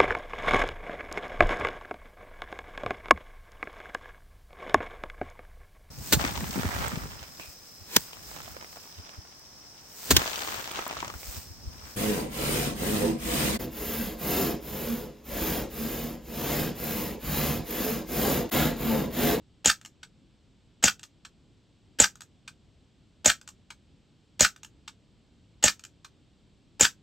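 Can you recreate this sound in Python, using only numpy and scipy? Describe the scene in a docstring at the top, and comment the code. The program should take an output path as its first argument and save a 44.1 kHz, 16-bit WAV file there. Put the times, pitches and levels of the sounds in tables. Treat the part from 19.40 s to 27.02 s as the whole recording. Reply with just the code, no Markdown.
"""A blowback gas pistol, fired empty seven times in a small tiled room, close to a phone's stereo mics.
On each shot the hammer swings onto the valve, gas bursts out and rings the steel, and the slide
rattles back and slams shut. Between shots the trigger is let go, the sear resets with a double
click, and the trigger is taken up again. The tiles answer with hard reflections and a short tail;
under it all lies a low room tone."""
import sys
import numpy as np
from scipy import signal
from scipy.fft import rfft, irfft
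from scipy.io import wavfile
from scipy.ndimage import uniform_filter1d

SR = 44100
rng = np.random.default_rng(int(sys.argv[2]) if len(sys.argv) > 2 else 0)


def digitize_waveform(pressure):
    """Quantize a signal to 16-bit integers and store it at the path in sys.argv[1].

    Rows of a 2-D input are taken as channels; values are limited to [-1, 1].
    """
    field = np.atleast_2d(pressure).T
    bounded = np.clip(field, -1, 1)
    quanta = np.round(bounded * 32767).astype(np.int16)
    wavfile.write(sys.argv[1], SR, quanta)


N = 336042
RING_SIZE = 16384  # samples in one ring, burst or room tail
AGE = np.arange(RING_SIZE) / SR

# the shots: gas burst t/s, gas level/dB, hammer and slide force/dB
SHOTS = [(.2580, -19.5, 0), (1.4390, -15.5, -.5), (2.6002, -14, -1), (3.8582, -16, -.5), (5.0066, -15.5, 1),
         (6.2390, -16, 0), (7.4088, -17, .5)]
# the sear snaps back: t/s, rebound delay/s
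SEAR_RESETS = [(.4492, 0.0098), (1.631, 0.0059), (2.8068, 0.011), (4.076, 0.012), (5.2322, .0148),
               (6.4378, 0.012)]
# the trigger is pulled against the sear: t/s, level/dB
TAKE_UPS = [(.6300, -43), (1.8490, -44), (3.0765, -40.5), (4.3033, -41.5), (5.477, -40), (6.6455, -45)]

# ringing modes: f/Hz, level/dB, t60/s
STEEL_MODES = [(5768, -12, .12), (6320, -10, .06), (6543, -9, .09), (6625, -7, .09), (6836, 0, .08),
               (7168, -3, .07), (7213, -2, .1), (7402, -9, .1), (7565, -5, .07), (7905, -7, .07)]  # small steel parts
FRAME_MODES = [(813, -13, .06), (1320, -3, .07), (1430, 0, .025), (1532, 0, .05), (1690, 0, .05),
               (2330, -8, .1), (2715, -6, .05), (3248, -6, .045), (3660, -2, .03), (4530, -5, .02)]  # slide and frame
GRIP_MODES = [(53.5, -7.5, 0.11), (100, -3, 0.095), (140, -3.5, 0.089), (204, -0.5, 0.13),
              (262.2, -0.5, 0.043), (595, -11, 0.058), (800, -6, .04)]  # the grip, dull in the hand
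CAVITY_MODES = [(51, -20, .13), (113.4, -16, 0.071), (194, -9, 0.097), (252.9, -7.5, 0.059),
                (514, 0, 0.025), (614, -4.5, 0.03), (814, 1, .02)]  # air cavities thumped by the gas
WHISTLE_MODES = [(6850, 0, .014), (7170, -2, .012), (7580, -7, .009), (7900, -7, .009)]  # the gas port

# noise spectra: f/Hz, level/dB
ROOM_TONE_SPECTRUM = [(20, -11), (50, -0.5), (110, -0.5), (200, -4), (300, -7.5), (450, -15.5), (700, -22),
                      (1100, -26.5), (1900, -29.5), (3200, -24), (4500, -28), (6500, -36.5), (7800, -32.5),
                      (9500, -35), (16000, -44.5)]  # the quiet room
CLICK_SPECTRUM = [(300, -32.5), (600, -15.5), (1000, -6), (1300, 0.5), (1650, 0), (2000, -7), (3000, 0),
                  (4200, -7), (6500, -0.5), (8500, -2.5), (13000, -2.5), (16000, -10.5)]  # trigger linkage and sear
SCRAPE_SPECTRUM = [(300, -36.5), (600, -21), (900, -3), (1500, 3.5), (1900, -6.5), (2350, -0.5), (3700, 0),
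                   (5000, -4.5), (6500, -6), (8000, -3.5), (12000, -9), (16000, -13.5)]  # trigger take-up, also the crack of the valve
HAMMER_SPECTRUM = [(100, -12), (300, -3.5), (800, -2), (1200, -3), (1680, 4), (2000, -5.5), (2800, 1),
                   (4500, -4), (7000, -1.5), (8500, -2.5), (13000, 1.5)]  # the hammer's swing
RAIL_SPECTRUM = [(100, -20), (400, -18), (750, -10.5), (1050, -12), (1600, 1), (2200, -3), (3200, -1),
                 (4300, -5.5), (6000, 3.5), (7100, 2), (8500, -3.5), (12000, -2)]  # the slide on its rails and at the rear stop
SHUT_SPECTRUM = [(100, -26), (600, -17.5), (1050, -12), (1300, 2), (1550, 4.5), (2000, -4.5), (3000, -3.5),
                 (3650, -1.5), (4100, -9), (4500, -1), (5200, -7.5), (7200, -9), (9000, -8)]  # the slide closing
GAS_SPECTRUM = [(300, -38.5), (1000, -19), (1600, -16), (2700, -13.5), (4200, -16.5), (5800, -16),
                (6450, -10), (6900, 0), (7300, -1.5), (8000, -9.5), (9000, -14), (12000, -15)]  # escaping gas

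# reflections off nearby surfaces: delay/s, level/dB
REFLECTIONS = [(.0033, -12.5), (0.0129, -17), (0.017, -16.5)]
# treble response of the phone's mics: f/Hz, level/dB
MIC_RESPONSE = [(8000, 0), (8600, -4), (9100, -20.5), (9800, -31.5), (10500, -12), (13000, -8),
                (14300, -16.5), (15000, -27.5), (15700, -18), (16200, -31.5)]
# left mic port against the right: f/Hz, level/dB, phase/rad
PORT_BALANCE = [(60, 0, 0), (120, 0, 0), (220, -3, 0), (400, -5, 0), (700, -6, -.3), (1100, 0, -1.8),
                (1500, 0, .2), (2400, 0, 0), (3700, 0, -.6), (5000, 0, 0)]


def undb(db):
    """Decibels to gain."""
    return 10 ** (np.asarray(db) / 20)


def bin_gains(spectrum, size):
    """Gain of (f/Hz, level/dB) points at the bins of a transform."""
    hz, db = np.transpose(spectrum)
    bins = np.fft.rfftfreq(size, 1 / SR)
    return undb(np.interp(np.log(bins + 1), np.log(hz), db))


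def colour(x, spectrum):
    """Minimum-phase filter with the given spectrum, so nothing sounds ahead of an attack."""
    size = 2 * x.shape[-1]
    cepstrum = irfft(np.log(bin_gains(spectrum, size)))
    cepstrum[1:size // 2] *= 2
    cepstrum[size // 2 + 1:] = 0
    return irfft(rfft(x, size) * np.exp(rfft(cepstrum)))[..., :size // 2]


def unit_energy(x):
    """Scale to the energy of a hundredth of a second at full level."""
    return x / np.sqrt(np.sum(x ** 2) / (SR / 100))


def add(track, t, db, sound):
    """Mix a sound into the track at t seconds with a gain of db."""
    start = int(t * SR)
    track[start:start + len(sound)] += undb(db) * sound[:N - start]


def ring(modes, spread_db):
    """Struck modes: decaying sines of alternating sign whose strengths vary from blow to blow."""
    out = np.zeros(RING_SIZE)
    for k, (hz, db, t60) in enumerate(modes):
        strength = (-1) ** k * undb(db + spread_db * rng.standard_normal())
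        out += strength * np.sin(2 * np.pi * hz * AGE) * undb(-60 * AGE / t60)
    return unit_energy(out)


def burst(spectrum, rise_s, length_s, steep):
    """Noise of dense tiny contacts or gas that swells and dies; high steepness ends it abruptly."""
    noise = rng.choice([-1., 1.], RING_SIZE)
    envelope = (1 - np.exp(-AGE / rise_s)) * np.exp(-(AGE / length_s) ** steep)
    return unit_energy(colour(noise * envelope, spectrum))


def stereo(mid, side, side_db):
    """Mid and side to left and right."""
    return mid + undb(side_db) * side * np.array([[1], [-1]])


def room_tone(level_db=-61, waver_db=1):
    """The room all around the mics: a low rumble that wavers slightly under a steady faint hiss."""
    white = rng.standard_normal((2, N))
    mid, side = irfft(rfft(white) * bin_gains(ROOM_TONE_SPECTRUM, N), N)
    bed = stereo(mid, side, side_db=-11) / mid.std()
    drift = uniform_filter1d(uniform_filter1d(rng.standard_normal(N), size=3000), size=3000)
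    waver = undb(waver_db * drift / drift.std())
    rumble = signal.sosfiltfilt(signal.butter(2, 500, fs=SR, output="sos"), bed)
    return undb(level_db) * (bed + rumble * (waver - 1))


def tiled_room(source, t60=.12, build_s=.0042, tail_db=-7):
    """Close up in a small room: direct sound, a few hard reflections and a short diffuse stereo tail."""
    envelope = (1 - np.exp(-(AGE / build_s) ** 2)) * undb(-60 * AGE / t60)
    mid, side = rng.standard_normal((2, RING_SIZE)) * envelope
    tail = stereo(mid, side, side_db=-10) / np.sqrt(np.sum(mid ** 2))
    tail_spectrum = [(100, -7), (400, -5), (900, -2.5), (1400, -5.5), (4000, -3), (7000, -1), (12000, 2.5)]
    response = undb(tail_db) * colour(tail, tail_spectrum)
    response[:, 0] += 1  # direct sound
    for delay, db in REFLECTIONS:
        response[:, int(delay * SR)] += undb(db)
    return undb(1) * signal.fftconvolve(source[None], response, axes=1)[:, :N]


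def trigger(release_s=.1552):
    """Light clicks of the linkage between shots: release, sear reset with its rebound, take-up."""
    out = np.zeros(N)
    for t, _, _ in SHOTS[:-1]:
        tick = burst(CLICK_SPECTRUM, rise_s=.0002, length_s=.003, steep=1.3)
        add(out, t + release_s, -50, tick + undb(-12) * ring(FRAME_MODES, spread_db=2))
    for t, rebound_s in SEAR_RESETS:
        for delay, db, steel_db in [(0, -43.7, -16), (rebound_s, -44.5, -15.5)]:
            snap = burst(CLICK_SPECTRUM, rise_s=.0003, length_s=.0033, steep=1.2)
            add(out, t + delay, db, snap + undb(steel_db) * ring(STEEL_MODES, spread_db=1.7))
    for t, db in TAKE_UPS:
        scrape = burst(SCRAPE_SPECTRUM, rise_s=.0018, length_s=.0068, steep=1.2)
        add(out, t, db, scrape + undb(-12) * ring(FRAME_MODES, spread_db=1))
    return out


def hammer(lead_s=.0135, level_db=-24.5):
    """Just ahead of the gas, the sear slips and the hammer swings until it meets the valve."""
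    out = np.zeros(N)
    for t, _, force_db in SHOTS:
        swing = burst(HAMMER_SPECTRUM, rise_s=.003, length_s=.0118, steep=3.5)
        add(out, t - lead_s, level_db + force_db, swing)
    return out


def slide(jitter_s=.0009):
    """The slide is blown back and its spring drives it home."""
    out = np.zeros(N)
    for t, _, force_db in SHOTS:
        vent_late, stop_late = jitter_s * rng.standard_normal(2)
        # it scrapes along its rails, jolts the grip, vents the spent gas and knocks on the rear stop
        scrape = burst(RAIL_SPECTRUM, rise_s=.003, length_s=.032, steep=1.4)
        add(out, t + .006, force_db - 17, scrape)
        add(out, t + .014, force_db - 30.5, ring(GRIP_MODES, spread_db=2.4))
        vent = burst(GAS_SPECTRUM, rise_s=.00041, length_s=.0018, steep=3.1)
        add(out, t + .018 + vent_late, force_db - 25, vent)
        knock = burst(RAIL_SPECTRUM, rise_s=.0002, length_s=.003, steep=2.1)
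        knock += undb(-9) * ring(FRAME_MODES, spread_db=1.8)
        add(out, t + .0235 + stop_late, force_db - 24, knock)
        # on the way home it picks up the barrel, then slams against the frame
        pickup = burst(SHUT_SPECTRUM, rise_s=.004, length_s=.008, steep=2.5)
        add(out, t + .0337, force_db - 24, pickup)
        slam = burst(SHUT_SPECTRUM, rise_s=.001, length_s=.0052, steep=1.3)
        slam += undb(-11) * ring(FRAME_MODES, spread_db=2)
        add(out, t + .0407, force_db - 18, slam)
    return out


def gas_burst(floor_echo_s=.0033, floor_echo_db=-2.5):
    """The valve cracks open: a whistling puff of gas and its quick echo off the floor."""
    out = np.zeros(N)
    for t, gas_db, _ in SHOTS:
        crack = burst(SCRAPE_SPECTRUM, rise_s=.0001, length_s=.00079, steep=2)
        add(out, t, gas_db - 9.5, crack)
        for delay, path_db in [(0, 0), (floor_echo_s, floor_echo_db)]:
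            puff = burst(GAS_SPECTRUM, rise_s=.0004, length_s=.0026, steep=8.1)
            whistle = undb(-4) * ring(WHISTLE_MODES, spread_db=1.5)
            add(out, t + delay, gas_db + path_db, puff + whistle)
        # the gas rings the steel and thumps the cavities
        add(out, t, gas_db - 10, ring(STEEL_MODES, spread_db=1.5))
        add(out, t + .0008, gas_db - 9, ring(CAVITY_MODES, spread_db=2.7))
    return out


def scene():
    """The pistol at close range in the tiled room, over the room tone, at the two mic ports."""
    pistol = tiled_room(hammer() + gas_burst() + slide() + trigger())
    # the lower mids reach the right port louder and earlier; each side takes half the imbalance
    hz, db, phase = np.transpose(PORT_BALANCE)
    bins = np.fft.rfftfreq(N, 1 / SR)
    half = np.sqrt(undb(np.interp(bins, hz, db))) * np.exp(.5j * np.interp(bins, hz, phase))
    at_ports = irfft(rfft(pistol) * np.array([half, 1 / half]), N)
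    low_cut = signal.butter(2, 27, "high", fs=SR, output="sos")
    return signal.sosfilt(low_cut, at_ports + room_tone())


def record(dry, split_hz=9000, port_lag_s=.00017, top_hz=16400):
    """The phone dulls the top octave, where its ports fall out of phase, rounds peaks and cuts the top."""
    left, right = colour(dry, MIC_RESPONSE)
    hz = np.fft.rfftfreq(N, 1 / SR)
    phase_lag = 2 * np.pi * port_lag_s * np.maximum(hz - split_hz, 0)
    right = irfft(rfft(right) * np.exp(-1j * phase_lag), N)
    pair = np.array([left, right])
    rounded = pair / (1 + pair ** 8) ** (1 / 8)
    high_cut = signal.ellip(8, .05, 70, top_hz, fs=SR, output="sos")
    return signal.sosfiltfilt(high_cut, rounded)


dry = scene()
out = record(dry)
digitize_waveform(out)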